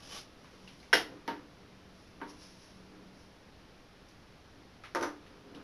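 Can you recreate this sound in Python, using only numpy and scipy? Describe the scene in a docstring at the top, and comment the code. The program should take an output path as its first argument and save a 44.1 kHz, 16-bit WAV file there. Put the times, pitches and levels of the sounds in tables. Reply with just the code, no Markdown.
"""A sleeve rustles first, with small ticks, over the hiss of a small quiet room and a faint low tone.
The thin wall of a metal drink can buckles with one sharp, ringing snap.
The can is tapped twice, a hand slides over it, and later it knocks down with a short clatter.
Each blow is a crack of noise plus the can's ring and low room resonances. Sleeve, hand and the dull
shuffling of a body between the blows are friction: grainy noise that swells with each stroke."""
import sys
import numpy as np
from scipy import signal
from scipy.fft import rfft, irfft, next_fast_len
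from scipy.io import wavfile
from scipy.ndimage import map_coordinates

SR = 44100
rng = np.random.default_rng(int(sys.argv[2]) if len(sys.argv) > 2 else 0)


def transcribe(signal):
    """Save signal, clipped to [-1, 1], as a 16-bit WAV file at the path in sys.argv[1]."""
    frames = np.atleast_2d(signal).T
    limited = np.clip(frames, -1, 1)
    pcm = np.round(limited * 32767).astype(np.int16)
    wavfile.write(sys.argv[1], SR, pcm)


N = 248283


def amp(db):
    """Decibels to gain."""
    return 10 ** (np.asarray(db) / 20)


def unit(x):
    """Scale to rms 1."""
    return x / np.sqrt(np.mean(x ** 2) + 1e-20)


def along(points, hz):
    """Read a curve of (frequency, value) points on a log frequency axis."""
    point_hz, values = np.transpose(points)
    return np.interp(np.log(hz + 1), np.log(point_hz + 1), values)


def wobble(rate):
    """Smooth random modulation, rate knots a second."""
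    knots = rng.standard_normal(int(N * rate / SR) + 4)
    return map_coordinates(knots, [np.arange(N) * rate / SR])


def coloured(x, db_of_hz):
    """Minimum-phase EQ with the given dB curve, so nothing rings ahead of an attack."""
    size = 2 * next_fast_len(len(x) // 2 + 4096)
    gain = amp(db_of_hz(np.fft.rfftfreq(size, 1 / SR)))
    cepstrum = irfft(np.log(gain + 1e-6), size)
    cepstrum[1:size // 2] *= 2
    cepstrum[size // 2 + 1:] = 0
    return irfft(rfft(x, size) * np.exp(rfft(cepstrum)), size)[:len(x)]


def add(track, start_s, db, sound):
    """Mix in a hit with the energy of 20 ms held at db."""
    part = track[round(start_s * SR):][:len(sound)]
    part += (amp(db) * sound * np.sqrt(SR / 50 / np.sum(sound ** 2)))[:len(part)]


def ringing(modes, size, scatter_db=-3.5):
    """Damped modes, struck at slightly new strengths and at random phases."""
    t = np.arange(size) / SR
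    hz, db, t60 = np.transpose(modes)[:, :, None]
    decay = amp(db + scatter_db * rng.standard_normal(hz.shape) - 60 * t / t60)
    attack = 1 - np.exp(-t * hz / 2)  # a couple of cycles to build up
    return np.sum(decay * attack * np.sin(2 * np.pi * (hz * t + rng.random(hz.shape))), axis=0)


def strokes(rows, rise_share, roundness=2, rest_db=-120, end_drop_db=11.5):
    """Gain envelope: each movement speeds up to its peak over a share of its length, then slows to rest."""
    peak_s, length_s, db = np.transpose(rows)[:, :, None]
    since_peak = (np.arange(N) / SR - peak_s) / length_s
    away = np.maximum(-since_peak / rise_share, since_peak / (1 - rise_share))  # 1 at either end
    swells = amp(db - end_drop_db * away ** roundness)
    return np.sqrt(amp(rest_db) ** 2 + np.sum(swells ** 2, axis=0))


def rubbing(eq, grain_db, modes=None, ring_db=0):
    """Friction: tiny slips of uneven size make a grainy hiss and stir any given modes."""
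    slips = rng.standard_normal(N) * amp(grain_db * wobble(250))
    sound = unit(coloured(slips, lambda hz: along(eq, hz)))
    if modes is not None:
        ring = signal.fftconvolve(slips, ringing(modes, size=SR // 2))[:N]
        sound += amp(ring_db) * unit(ring)
    return unit(sound)


# sleeve strokes: (peak time [s], length [s], level [dB])
SLEEVE_STROKES = [(0.07, .26, -54.5), (0.158, .16, -44.5), (0.75, 1.0, -64.5)]
# broad cloth rustle: (frequency [Hz], gain [dB])
SLEEVE_EQ = [(50, -13), (300, 0), (1100, -1), (1900, -6), (3200, -2.5), (4200, -4.5), (5800, 2.5),
             (9500, -6), (14000, -14)]
# the wall ringing under the rub: (frequency [Hz], gain [dB], decay t60 [s])
RUBBED_WALL_MODES = [(1122, 9.5, 0.12), (2976, 9, 0.13), (3200, -11.5, .08), (3500, -2, .06),
                     (5160, 4.5, 0.058)]


def sleeve():
    """A sleeve brushes the can and sets its wall ringing lightly."""
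    envelope = strokes(SLEEVE_STROKES, rise_share=0.54, roundness=1.94)
    return envelope * rubbing(SLEEVE_EQ, grain_db=1.5, modes=RUBBED_WALL_MODES, ring_db=-9.0)


# bass-heavy noise bed: (frequency [Hz], gain [dB])
HISS_EQ = [(43, 0.5), (86, 1.5), (190, -1), (400, -5), (800, -9), (2000, -14), (5000, -18.5), (8200, -20.5),
           (10600, -29.5), (14000, -23.5)]


def room_hiss(level_db=-57.5):
    """Steady room tone under everything."""
    return amp(level_db) * unit(coloured(rng.standard_normal(N), lambda hz: along(HISS_EQ, hz)))


# swells of the low tone: (peak time [s], length [s], level [dB])
DRONE_SWELLS = [(0.08, .4, -66.5), (0.62, 0.43, -61), (1.85, 0.56, -63.5), (2.33, 0.53, -61),
                (2.97, 0.57, -57.5)]


def drone(pitch_hz=188, waver_cycles=0.049, flutter_db=3.0):
    """A faint low sine that comes and goes, wavering in pitch and level."""
    cycles = pitch_hz * np.arange(N) / SR + waver_cycles * wobble(4.3)
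    envelope = strokes(DRONE_SWELLS, rise_share=0.52, rest_db=-74)
    return envelope * unit(amp(flutter_db * wobble(16)) * np.sin(2 * np.pi * cycles))


# the small room's reverb: (frequency [Hz], decay t60 [s])
ROOM_DECAY = [(200, 0.43), (500, 0.33), (1400, 0.29), (3700, 0.26), (10000, 0.27)]


def contact_in_room(direct_db, contact_s, build_s=0.0011):
    """One contact: a brief direct burst, then dense reflections that die sooner in the treble."""
    hz, t, spectra = signal.stft(rng.standard_normal(SR * 3 // 4), SR, nperseg=256)
    decay = amp(-60 * t / along(ROOM_DECAY, hz)[:, None])
    tail = signal.istft(spectra * decay, SR, nperseg=256)[1]
    age = np.arange(len(tail)) / SR
    direct = rng.standard_normal(len(age)) * np.exp(-age / contact_s)
    return amp(direct_db) * unit(direct) + unit(tail * (1 - np.exp(-age / build_s)))


# small ticks, a soft puff and the bright click of the second tap: (time [s], level [dB], pitch [Hz])
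SMALL_TICKS = [(0.122, -49.5, 3140), (0.152, -54, 3430), (0.174, -48, 3720), (0.445, -55.5, 1010),
               (0.676, -53, 2730), (0.801, -62, 4130), (0.829, -59, 2260), (2.215, -61, 14100),
               (4.086, -61.5, 5730), (4.8372, -49, 1310), (4.849, -51.5, 2000), (5.265, -60, 1830),
               (5.548, -56, 2970)]


def ticks(low_db_per_octave=12, high_db_per_octave=8, ring_db=-9, ring_t60_s=0.037):
    """Tiny accents, each a band of noise and a short ring at its own pitch."""
    track = np.zeros(N)
    for start_s, db, pitch_hz in SMALL_TICKS:
        octaves = lambda hz: np.log2((hz + 1) / pitch_hz)
        band = lambda hz: np.minimum(low_db_per_octave * octaves(hz), -high_db_per_octave * octaves(hz))
        crack = unit(coloured(contact_in_room(direct_db=-8.0, contact_s=0.0016), band))
        ring = unit(ringing([(pitch_hz, 0, ring_t60_s)], size=len(crack)))
        add(track, start_s, db, crack + amp(ring_db) * ring)
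    return track


# shifts of the body: (peak time [s], length [s], level [dB])
BODY_SHIFTS = [(0.55, 0.76, -64), (1.15, 0.12, -51.5), (1.36, 0.31, -55), (1.68, .4, -63), (2.3, .45, -61),
               (3.03, 0.62, -60.5), (4.65, 0.3, -64.5), (5.35, 0.2, -58.5), (5.585, 0.21, -49.5)]
# muffled low-mid rub: (frequency [Hz], gain [dB])
SHUFFLE_EQ = [(50, -40), (150, -9.5), (290, 4), (400, -5.5), (500, -7), (800, -15), (1300, -12.5),
              (2500, -26.5), (6000, -42.5)]
# low room resonances: (frequency [Hz], gain [dB], decay t60 [s])
SHUFFLE_MODES = [(293.9, -1, 0.48), (326, 1.5, 0.23), (407.6, 2, 0.43), (476.4, 3, 0.24), (522, -2, 0.36)]


def shuffle():
    """A body that is never quite still rubs dully and stirs low resonances."""
    envelope = strokes(BODY_SHIFTS, rise_share=0.57, roundness=1.75, rest_db=-68.5)
    return envelope * rubbing(SHUFFLE_EQ, grain_db=2.5, modes=SHUFFLE_MODES, ring_db=-7.0)


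# the dent springing back: (time [s], level [dB])
DENT_POPS = [(0.929, -26.5), (0.9315, -25.5), (0.9348, -28)]
# the pop's tight ring: (frequency [Hz], gain [dB], decay t60 [s])
DENT_MODES = [(1584, 0.5, 0.015), (1920, -3.5, 0.011)]


def pops():
    """The buckling wall gives the snap its attack with a few heavily damped swings."""
    track = np.zeros(N)
    for start_s, db in DENT_POPS:
        add(track, start_s, db, ringing(DENT_MODES, size=SR // 10))
    return track


def blows(hits, eq, modes, direct_db, contact_s):
    """Each hit layers a crack with the ring of can and room; softer contacts have a lower cutoff."""
    track = np.zeros(N)
    for start_s, db, tilt_db, ring_db, cutoff_hz in hits:
        crack = unit(coloured(contact_in_room(direct_db, contact_s), lambda hz: along(eq, hz)))
        sound = crack + amp(ring_db) * unit(ringing(modes, size=len(crack)))
        tilt = lambda hz: tilt_db * np.log2(np.clip(hz, 300, 8000) / 1000)
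        lowpass = lambda hz: -10 * np.log10(1 + (hz / cutoff_hz) ** 4)
        add(track, start_s, db, coloured(sound, lambda hz: tilt(hz) + lowpass(hz)))
    return track


# buckles: (time [s], level [dB], tilt [dB/octave], ring [dB], cutoff [Hz])
SNAP_HITS = [(0.9292, -21, -0.76, -2, 16000), (0.9318, -25, 1, -13.5, 14000),
             (0.9425, -41.5, -4, -11, 12000)]
# bright crack: (frequency [Hz], gain [dB])
SNAP_EQ = [(50, -28.5), (170, -25), (300, -4), (500, -8.5), (850, -7), (1150, -10.5), (1550, -4),
           (2000, -3), (2500, -12.5), (2900, -6), (4200, -12.5), (5400, -11.5), (9000, -20.5),
           (14000, -16.5)]
# the can's ring with low room resonances: (frequency [Hz], gain [dB], decay t60 [s])
SNAP_RING = [(408, -5, .3), (458, -6, .3), (515, -2, .25), (690, -4, .26), (780, -6, .2), (917, -5, .29),
             (1480, 2, .2), (1549, 2, .18), (1690, 1, .19), (1866, 1, .19), (2035, -1, .19),
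             (2130, -1, .15), (2857, 1, .21), (3213, -5, .22), (5245, -4, .21), (5392, -4, .22),
             (5562, -5, .23), (10437, -11, .2), (10620, -10, .15)]


def snap():
    """The wall gives way in a quick run of buckles, heard as one sharp snap."""
    return blows(SNAP_HITS, SNAP_EQ, SNAP_RING, direct_db=-20.5, contact_s=0.0039)


# light contacts: (time [s], level [dB], tilt [dB/octave], ring [dB], cutoff [Hz])
TAP_HITS = [(1.122, -48, -2.5, -3, 500), (1.2780, -31.5, -0.5, -1, 14000), (2.203, -54, 1, -10, 2500),
            (2.2152, -38.5, 0.5, 1.5, 2400)]
# rounded attack: (frequency [Hz], gain [dB])
TAP_EQ = [(50, -22), (170, -13), (280, -1), (600, -7), (1000, -6.5), (1700, -6), (2500, -15), (5300, -20),
          (9000, -35.5), (14000, -18.5)]
# the can's ring with low room resonances: (frequency [Hz], gain [dB], decay t60 [s])
TAP_RING = [(280, 7.5, 0.18), (294.4, 3.5, 0.54), (382, -12.5, 0.56), (463, -6, 0.41), (921, 4.5, 0.25),
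            (990, -9.5, 0.45), (1127, -6, 0.36), (1510, -5, 0.22), (1582, 1, 0.064), (2970, -10.5, 0.27)]


def taps():
    """Two light taps on the can, each led by a fainter touch."""
    return blows(TAP_HITS, TAP_EQ, TAP_RING, direct_db=-5.5, contact_s=0.00076)


# hand strokes: (peak time [s], length [s], level [dB])
SLIDE_STROKES = [(2.0, 0.37, -68), (2.297, 0.073, -54), (2.43, 0.21, -55), (2.63, 0.28, -60),
                 (3.2, 0.21, -66)]
# airy swish: (frequency [Hz], gain [dB])
SLIDE_EQ = [(50, -17), (1500, -5.5), (3000, -5), (4400, -3), (5500, 5), (8000, -6), (10500, -5),
            (14000, -22)]


def hand_slide():
    """A hand slides over the metal in hissy strokes with a quick rise and a longer release."""
    return strokes(SLIDE_STROKES, rise_share=0.31, roundness=1.1) * rubbing(SLIDE_EQ, grain_db=1.0)


# landing and rocking: (time [s], level [dB], tilt [dB/octave], ring [dB], cutoff [Hz])
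KNOCK_HITS = [(4.9492, -31, 1, -5, 12000), (4.9572, -30.5, -1.5, -2, 6000), (4.9845, -39.5, -7.5, -2, 2000),
              (5.011, -43.5, 4, -10, 10000), (5.019, -34, 0, -6.5, 556), (5.0266, -32.5, 2, 2.5, 12000),
              (5.034, -35, 2, -3, 3000)]
# midrange clack: (frequency [Hz], gain [dB])
KNOCK_EQ = [(50, -32), (170, -20), (320, -2), (550, -3), (800, -6), (1250, -2.5), (1800, -7.5),
            (2500, -18.5), (4500, -21), (6200, -18), (9000, -27.5), (14000, -23.5)]
# the can's ring with low room resonances: (frequency [Hz], gain [dB], decay t60 [s])
KNOCK_RING = [(295.5, -3.5, 0.6), (332.6, 2.5, 0.44), (455, 4, 0.17), (516, 2, 0.24), (568, -13, 0.19),
              (915, 4.5, 0.26), (1025, -6, .2), (1208, -1, 0.34), (1540, 4.5, 0.054), (6020, -15, 0.23)]


def knocks():
    """The can lands and rocks in a short clatter."""
    return blows(KNOCK_HITS, KNOCK_EQ, KNOCK_RING, direct_db=-3.5, contact_s=0.001)


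def scene():
    """Mono mix of the can's hits, the handling noises and the background."""
    can = pops() + snap() + taps() + knocks()
    handling = sleeve() + hand_slide() + shuffle()
    return (can + handling + ticks() + drone() + room_hiss())[None]


# microphone response: (frequency [Hz], gain [dB])
MIC_EQ = [(4500, 0.5), (5600, 0.5), (6400, -6), (7200, -13.5), (8200, -18), (9300, -8.5), (10600, 0.5),
          (11500, -7), (14300, -18.5), (15000, -21)]


def record(dry, top_hz=15000, fade_hz=300):
    """The microphone port notches the treble near 8 kHz; a steep high cut removes the very top."""
    heard = coloured(dry[0], lambda hz: along(MIC_EQ, hz))
    size = next_fast_len(N + SR // 2)
    passband = np.clip((top_hz - np.fft.rfftfreq(size, 1 / SR)) / fade_hz + .5, 0, 1)
    return irfft(rfft(heard, size) * passband, size)[None, :N]


dry = scene()
out = record(dry)
transcribe(out)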